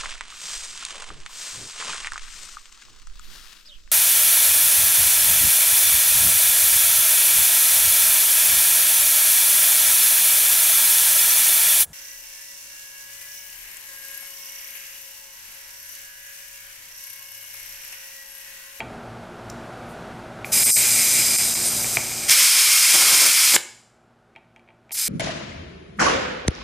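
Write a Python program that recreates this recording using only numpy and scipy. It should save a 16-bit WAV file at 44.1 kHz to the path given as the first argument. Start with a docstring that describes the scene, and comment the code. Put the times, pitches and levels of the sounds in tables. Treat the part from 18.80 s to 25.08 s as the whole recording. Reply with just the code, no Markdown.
"""Air chuck on a bicycle valve

Garage, fan humming behind; chuck and valve close to the microphone, both channels alike.
Brass clicks ring damped resonances; air whistles past a half-seated seal as noise through sharp resonances,
then blasts freely as broad noise and is cut off, ringing in the room. The camera's gain control ducks under
the blast and recovers slowly; after a few more clicks the leak starts again."""
import sys
import numpy as np
from scipy import signal
from scipy.fft import rfft, irfft, next_fast_len
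from scipy.io import wavfile
from scipy.ndimage import uniform_filter1d

SR = 44100
rng = np.random.default_rng(int(sys.argv[2]) if len(sys.argv) > 2 else 0)


def generate_wav(signal):
    """Clip the signal to [-1, 1] and save it as 16-bit WAV at the path in sys.argv[1]."""
    frames = np.transpose(np.atleast_2d(signal))
    scaled = np.clip(frames, -1, 1) * 32767
    pcm = np.round(scaled).astype(np.int16)
    wavfile.write(sys.argv[1], SR, pcm)


N = 277022
T = np.arange(N) / SR  # s
HZ = np.maximum(np.fft.rfftfreq(2 * N, 1 / SR), 1)


def undb(db):
    """Decibels to gain."""
    return 10 ** (np.asarray(db) / 20)


def unit(x):
    """Scale to rms 1."""
    return x / np.sqrt(np.mean(x ** 2))


def slope(points):
    """Gain per frequency of an outline of f/Hz and level/dB."""
    hz, db = np.transpose(points)
    return undb(np.interp(np.log(HZ), np.log(hz), db))


def peaks(modes):
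    """Gain per frequency of independently driven resonances; a power above 1 sharpens the result."""
    power = 0
    for hz, width, db in modes:
        detuning = (HZ ** 2 - hz ** 2) / (HZ * width)
        power = power + undb(db) ** 2 / (1 + detuning ** 2)
    return np.sqrt(power)


def noise(gain):
    """Turbulence of the given colour, rms 1."""
    size = next_fast_len(N)
    colour = np.interp(np.fft.rfftfreq(size, 1 / SR), HZ, gain)
    white = rng.standard_normal(size)
    return unit(irfft(rfft(white) * colour, size)[:N])


def walk(rate):
    """Smooth random wandering through about rate new values per second, spread near 1."""
    k = max(int(SR / rate), 2)
    steps = np.repeat(rng.standard_normal(N // k + 2), k)
    return 0.86 * uniform_filter1d(steps, k)[rng.integers(k):][:N]


def ring(modes, t):
    """Answer of resonances to one blow, peak 1; narrow ones swell and ring longer."""
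    y = 0
    for hz, width, db in modes:
        swell_and_decay = width ** 2 * t * np.exp(-np.pi * width * t)
        y = y + undb(db) * swell_and_decay * np.sin(2 * np.pi * hz * t)
    return y / np.abs(y).max()


def during(s, length):
    """1 around time s with soft edges, down to 1/e at the ends of the length."""
    return np.exp(-(2 * (T - s) / length) ** 6)


def envelope(start, end, rise_s, release_s):
    """Attack, hold and release of a flow of air; rise and release are time constants."""
    attack = 1 - np.exp(-np.maximum(T - start, 0) / rise_s)
    return attack * np.exp(-np.maximum(T - end, 0) / release_s)


# fan shaft orders and mains hum: f/Hz, relative level/dB
HUM = [(58.6, -58), (117, -49.5), (120, -58), (175.5, -60), (234, -48), (240, -59.5), (349.9, -51.5),
       (409, -56), (585, -57), (640, -53.5), (754, -54.5)]
# air noise of the fan and the garage: f/Hz, relative level/dB
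GARAGE = [(25, -9), (58, -2), (80, -3), (150, 2), (300, -2), (480, -2), (700, 0.5), (1050, -6), (1480, -4),
          (1750, -11), (3000, -18), (5000, -24.5), (10000, -31.5), (15000, -43.5)]


def fan(waver_db=3.0, drift=.4, swell_db=1.5, flutter=0.77, air_db=-39.5):
    """Wavering shaft tones beat against the mains hum, over a rush of air that swells gently."""
    tones = 0
    for hz, db in HUM:
        level = undb(db + waver_db * walk(14))
        # slow drift of the speed and quicker eddies both push the phase about (radians)
        phase = 2 * np.pi * (hz * T + rng.random()) + drift * walk(4.5) + flutter * walk(24)
        tones = tones + level * np.sin(phase)
    air = undb(air_db + swell_db * walk(4.1)) * noise(slope(GARAGE))
    return np.sqrt(2) * tones + air


# chuck knocking on the valve: t/s, level/dB, hardness as snap over ring/dB (the snap is halved besides)
CLICKS = [(0.004, -16, -11), (1.6455, -16, -19), (3.044, -16, -25), (3.1703, -3.5, -19),
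          (3.497, -10.5, 22.5), (4.7645, 1.5, 7), (5.553, -24, -23), (5.5615, -10.5, -16),
          (5.762, -18.5, -5), (5.795, -27, -7), (5.877, -29, -30), (5.888, -21, -30), (5.904, -27, -30),
          (6.094, -22, -9), (6.108, -11.5, -9)]
# the chuck's bore: f/Hz, width/Hz before damping or sharpening, relative level/dB before sharpening
BORE_MODES = [(2195, 450, -0.5), (2330, 230, 4), (3430, 680, -11.5)]
# the wheel in its stand: f/Hz, width/Hz, relative level/dB
WHEEL_MODES = [(127.6, 54, 3), (443, 300, -3.5), (690, 190, 1), (1250, 240, -3.5)]
# the metal rim: f/Hz, width/Hz, relative level/dB
RIM_MODES = [(674, 25, -1), (766, 43, -4), (890, 31, 4.5), (1940, 84, -9.5), (2300, 70, -6),
             (2475, 130, -8), (2810, 81, -9.5), (3220, 70, -9.5)]
# the snap of brass on brass: f/Hz, relative level/dB
SNAP = [(1500, -18), (3200, 0.5), (4500, -0.5), (6100, -0.5), (8000, -4), (15000, -19)]
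# share of every knock that goes into wheel and rim, and the change of the rim's level while it is muted
WHEEL_DB, RIM_DB, RIM_MUTE_DB = -13.5, -7.5, -13
MUTE_MARGIN_S = .02  # knocks from this long before the first leak until this long after the blast have a muted rim


def clicks(snap_s=0.0009, hand_damping=1.3):
    """Each knock snaps, rings the bore that the hand damps, thuds through the wheel and rings the rim."""
    t = T[:SR // 4]
    bore = ring([(hz, width * hand_damping, db) for hz, width, db in BORE_MODES], t)
    wheel, rim = ring(WHEEL_MODES, t), ring(RIM_MODES, t)
    grit = noise(slope(SNAP))
    out = np.zeros(N + len(t))
    for k, (s, db, hardness_db) in enumerate(CLICKS):
        # a different stretch of grit for each knock
        snap = np.roll(grit, k * len(t))[:len(t)] * np.exp(-t / snap_s) / 2
        muted = LEAKS[0][0] - MUTE_MARGIN_S < s < BLAST_STOP_S + MUTE_MARGIN_S
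        knock = bore + undb(WHEEL_DB) * wheel
        knock = knock + undb(RIM_DB + RIM_MUTE_DB * muted) * rim + undb(hardness_db) * snap
        start = max(int(s * SR), 0)
        out[start:start + len(t)] += undb(db) * knock
    return out[:N]


# brief spits and whistles of air at the valve: t/s (middle), length/s, f/Hz, width/Hz before sharpening, level/dB
SPITS = [(0.701, 0.0047, 5970, 1900, -34), (1.11, 0.046, 9600, 4000, -57.5),
         (1.902, 0.26, 8430, 259.5, -22.5), (2.872, .045, 9000, 700, -23.5), (4.752, 0.016, 7340, 800, 6.5)]


def spits():
    """Air slips out for a moment, each time through a gap with its own pitch."""
    out = 0
    for s, length, hz, width, db in SPITS:
        whistle = noise(peaks([(hz, width, 0)]) ** 1.3)
        out = out + whistle * undb(db) * during(s, length)
    return out


# leaks past the seal, one for each way the chuck sits: start t/s, end t/s, rise/s, level/dB,
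# then relative level/dB of the gap's whistle, the bore's ring and the sizzle
LEAKS = [(1.647, 1.726, .002, -41, -11, -16, -1), (1.717, 2.676, 0.0086, -18.5, 0.5, -9, 1.5),
         (2.676, 2.895, 0.0077, -22, -1, -15, -5), (2.901, 3.17, 0.0071, -23.5, -1.5, -15, -3),
         (3.178, 3.489, 0.013, -26.5, -3, -10.5, -10.5), (6.116, 6.163, 0.0048, -9, -6.5, -12, 0.5),
         (6.166, 6.4, .012, -4.5, -1.5, -14.5, -1.5)]
# gap between seal and valve: f/Hz, width/Hz before sharpening, relative level/dB
GAP_MODES = [(4024, 540, -12), (5000, 350, 0), (6090, 390, -3.5), (7460, 1200, -3), (8260, 150, -3.5),
             (8620, 470, 2), (9370, 300, -3.5)]
# finest jets: f/Hz, width/Hz and relative level/dB, both before sharpening
SIZZLE_MODES = [(10130, 750, -0.5), (11180, 400, -1), (12000, 98, 2.5), (12980, 190, -1),
                (14000, 300, -2.5), (14700, 500, -7)]
# turbulence under those resonances: f/Hz, relative level/dB
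LEAK_BED = [(600, -29), (1400, -11.5), (3200, -8), (4600, -4.5), (6000, -1), (8500, -2), (10500, -10),
            (13000, -4), (15000, -12.5)]
# a leak holds, then wanes as the hand presses the seal home; its finest jets close first
LEAK_HOLD_S, LEAK_SAG_DB_PER_S, SIZZLE_SAG_DB_PER_S, LEAK_RELEASE_S = 0.69, 10, 6, 0.013


def leak(gap_db=-2.0, bore_db=-3.0, sizzle_db=-4, bed_db=-4, flutter_db=0.25, sputter_db=0.84, wander_db=1.86):
    """Air squeezes past the seal and sings in gap and bore; the unsteady hand shifts their balance."""
    gap = 0
    for hz, width, db in GAP_MODES:
        whistle = noise(peaks([(hz, width, 0)]) ** 1.7)
        # a wider resonance passes more power
        gap = gap + whistle * np.sqrt(width) * undb(db + wander_db * walk(12))
    gap = undb(gap_db) * unit(gap)
    bed = undb(bed_db) * noise(slope(LEAK_BED))
    bore = noise(peaks(BORE_MODES) ** 1.3) * undb(bore_db + wander_db * walk(22))
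    sizzle = noise(peaks(SIZZLE_MODES) ** 2) * undb(sizzle_db)
    out = 0
    for start, end, rise_s, level_db, whistle_db, ring_db, fine_db in LEAKS:
        age = np.maximum(T - start, 0)
        sag_db = LEAK_SAG_DB_PER_S * np.maximum(age - LEAK_HOLD_S, 0)
        flow = envelope(start, end, rise_s, LEAK_RELEASE_S) * undb(level_db - sag_db)
        hiss = bed + undb(whistle_db) * gap + undb(ring_db) * bore
        hiss = hiss + undb(fine_db - SIZZLE_SAG_DB_PER_S * age) * sizzle
        out = out + flow * hiss
    return out * undb(flutter_db * walk(40) + sputter_db * walk(500))


# the free jet: f/Hz, relative level/dB
JET = [(400, -38.5), (900, -15.5), (1400, -7.5), (1800, -8), (2300, -2), (2850, -6), (3200, -1.5),
       (3800, -4.5), (5150, 1), (6700, -1), (8700, -1), (11000, -4), (13200, -5.5), (15000, -9)]
# resonances of the open chuck: f/Hz, width/Hz, relative level/dB
JET_MODES = [(2273, 300, 1), (5095, 380, 0), (5960, 130, -6), (7700, 300, -3.5), (8620, 160, -0.5),
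             (9130, 390, 1), (10560, 160, -2), (12920, 280, -8)]
# the jet's buffeting: f/Hz, relative level/dB
BUFFET = [(30, -35), (70, -19), (150, -5.5), (280, -3), (700, 0), (1300, 3), (3000, -23)]
# the jet grazes rim and fingers: start t/s, end t/s, rise/s, added buffeting level/dB
GRAZES = [(4.089, 4.472, .035, -24), (4.721, 4.766, 0.03, -17.5)]
BUFFET_DB, GRAZE_RELEASE_S = -30, .03
# the blast swells as the seal lifts, spends the pressure stored in the hose and stops when the valve shuts
BLAST_START_S, BLAST_STOP_S, BLAST_DB = 3.48, 4.7645, 4
BLAST_OPEN_S, BLAST_SWELL_DB, BLAST_RELEASE_S = 0.037, 34, .0012
SURGE_DB, SURGE_S = 3.6, 0.093


def blast(flutter_db=1.06, gust_db=3.3, graze_lift_db=1.54, pop_db=13, pop_hz=1150, pop_width_hz=1000, pop_s=0.0041):
    """The free jet roars through the open chuck, flutters, buffets rim and fingers, and ends with a pop."""
    age = np.maximum(T - BLAST_START_S, 0)
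    opening_db = -BLAST_SWELL_DB * np.maximum(1 - age / BLAST_OPEN_S, 0)
    surge_db = SURGE_DB * np.exp(-np.maximum(age - BLAST_OPEN_S, 0) / SURGE_S)
    valve = envelope(BLAST_START_S, BLAST_STOP_S, BLAST_RELEASE_S, BLAST_RELEASE_S)
    buffeting, lift_db = undb(BUFFET_DB), 0
    for start, end, rise_s, db in GRAZES:
        graze = envelope(start, end, rise_s, GRAZE_RELEASE_S)
        buffeting = buffeting + undb(db) * graze
        lift_db = lift_db + graze_lift_db * graze
    jet = noise(np.hypot(slope(JET), peaks(JET_MODES)))
    buffet = noise(slope(BUFFET)) * buffeting * undb(gust_db * walk(30))
    pop = noise(peaks([(pop_hz, pop_width_hz, 0)]) ** 1.2) * undb(pop_db) * during(BLAST_STOP_S, pop_s)
    level = undb(BLAST_DB + opening_db + surge_db + lift_db + flutter_db * walk(60))
    return (jet + buffet) * valve * level + pop


def garage(x, near_db=-10, tail_db=-15, t60_s=0.56, treble_t60_s=0.23, treble_hz=8800, near_s=0.026,
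           metal_db=-28, metal_hz=7480, metal_width_hz=350):
    """Arms and tool chest scatter at once; the room follows, treble dying first, and bare metal sings along."""
    t = T[:int(.8 * SR)]
    near, late = rng.standard_normal((2, len(t)))
    near = near * np.exp(-t / near_s) * (t > .002)
    fade, treble_fade = (np.exp(-np.log(1000) * t / t60) for t60 in (t60_s, treble_t60_s))
    low = signal.sosfilt(signal.butter(3, treble_hz, "low", fs=SR, output="sos"), late)
    high = signal.sosfilt(signal.butter(3, treble_hz, "high", fs=SR, output="sos"), late)
    tail = (low * fade + high * treble_fade) * (t > .008)
    metal = noise(peaks([(metal_hz, metal_width_hz, 0)]) ** 2)[:len(t)] * fade
    parts = [(near_db, near), (tail_db, tail), (metal_db, metal)]
    echoes = sum(undb(db) * part / np.linalg.norm(part) for db, part in parts)
    wet = x + signal.fftconvolve(x, echoes)[:N]
    return wet / np.sqrt(1 + np.sum(echoes ** 2))


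def gain_control(x, top_db=-11.0, release_db_per_s=3, sense_s=0.0019):
    """The gain falls as soon as the sensed level passes the top and creeps back up."""
    a = np.exp(-1 / (sense_s * SR))
    level_db = 10 * np.log10(signal.lfilter([1 - a], [1, -a], x ** 2) + 1e-12)
    recovery_db = release_db_per_s * T
    # highest level so far, sinking at the release rate
    held_db = np.maximum.accumulate(level_db + recovery_db) - recovery_db
    return x * undb(-np.maximum(held_db - top_db, 0))


# the level dips briefly: t/s (middle), length/s, depth/dB below the treble
DIPS = [(1.847, 0.022, 13), (1.936, 0.051, 21.5), (2.574, 0.02, 11), (2.746, 0.0088, 20),
        (6.135, 0.017, 24)]
DIP_BELOW_HZ, DIP_TREBLE_SHARE = 4470, 0.075  # the treble takes this share of the depth in dB


def dips(x):
    """The level sags for an instant, mostly below the treble."""
    low = signal.sosfiltfilt(signal.butter(6, DIP_BELOW_HZ, fs=SR, output="sos"), x)
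    sag_db = sum(depth_db * during(s, length) for s, length, depth_db in DIPS)
    return low * undb(-sag_db) + (x - low) * undb(-DIP_TREBLE_SHARE * sag_db)


def scene():
    """Chuck and valve in the room, with the fan behind; both channels hear the same."""
    at_valve = leak() + blast() + spits() + clicks()
    sound = garage(at_valve) + fan()
    return np.array([sound, sound])


def record(dry, top_hz=15050):
    """The camera rides its gain, rounds the peaks that slip through and cuts the top."""
    sound = dips(gain_control(dry.mean(axis=0)))
    sound = sound / (1 + (sound / .72) ** 6) ** (1 / 6)  # soft ceiling at 0.72
    sound = signal.sosfilt(signal.ellip(12, .2, 80, top_hz, fs=SR, output="sos"), sound)
    return np.array([sound, sound])


dry = scene()
out = record(dry)
generate_wav(out)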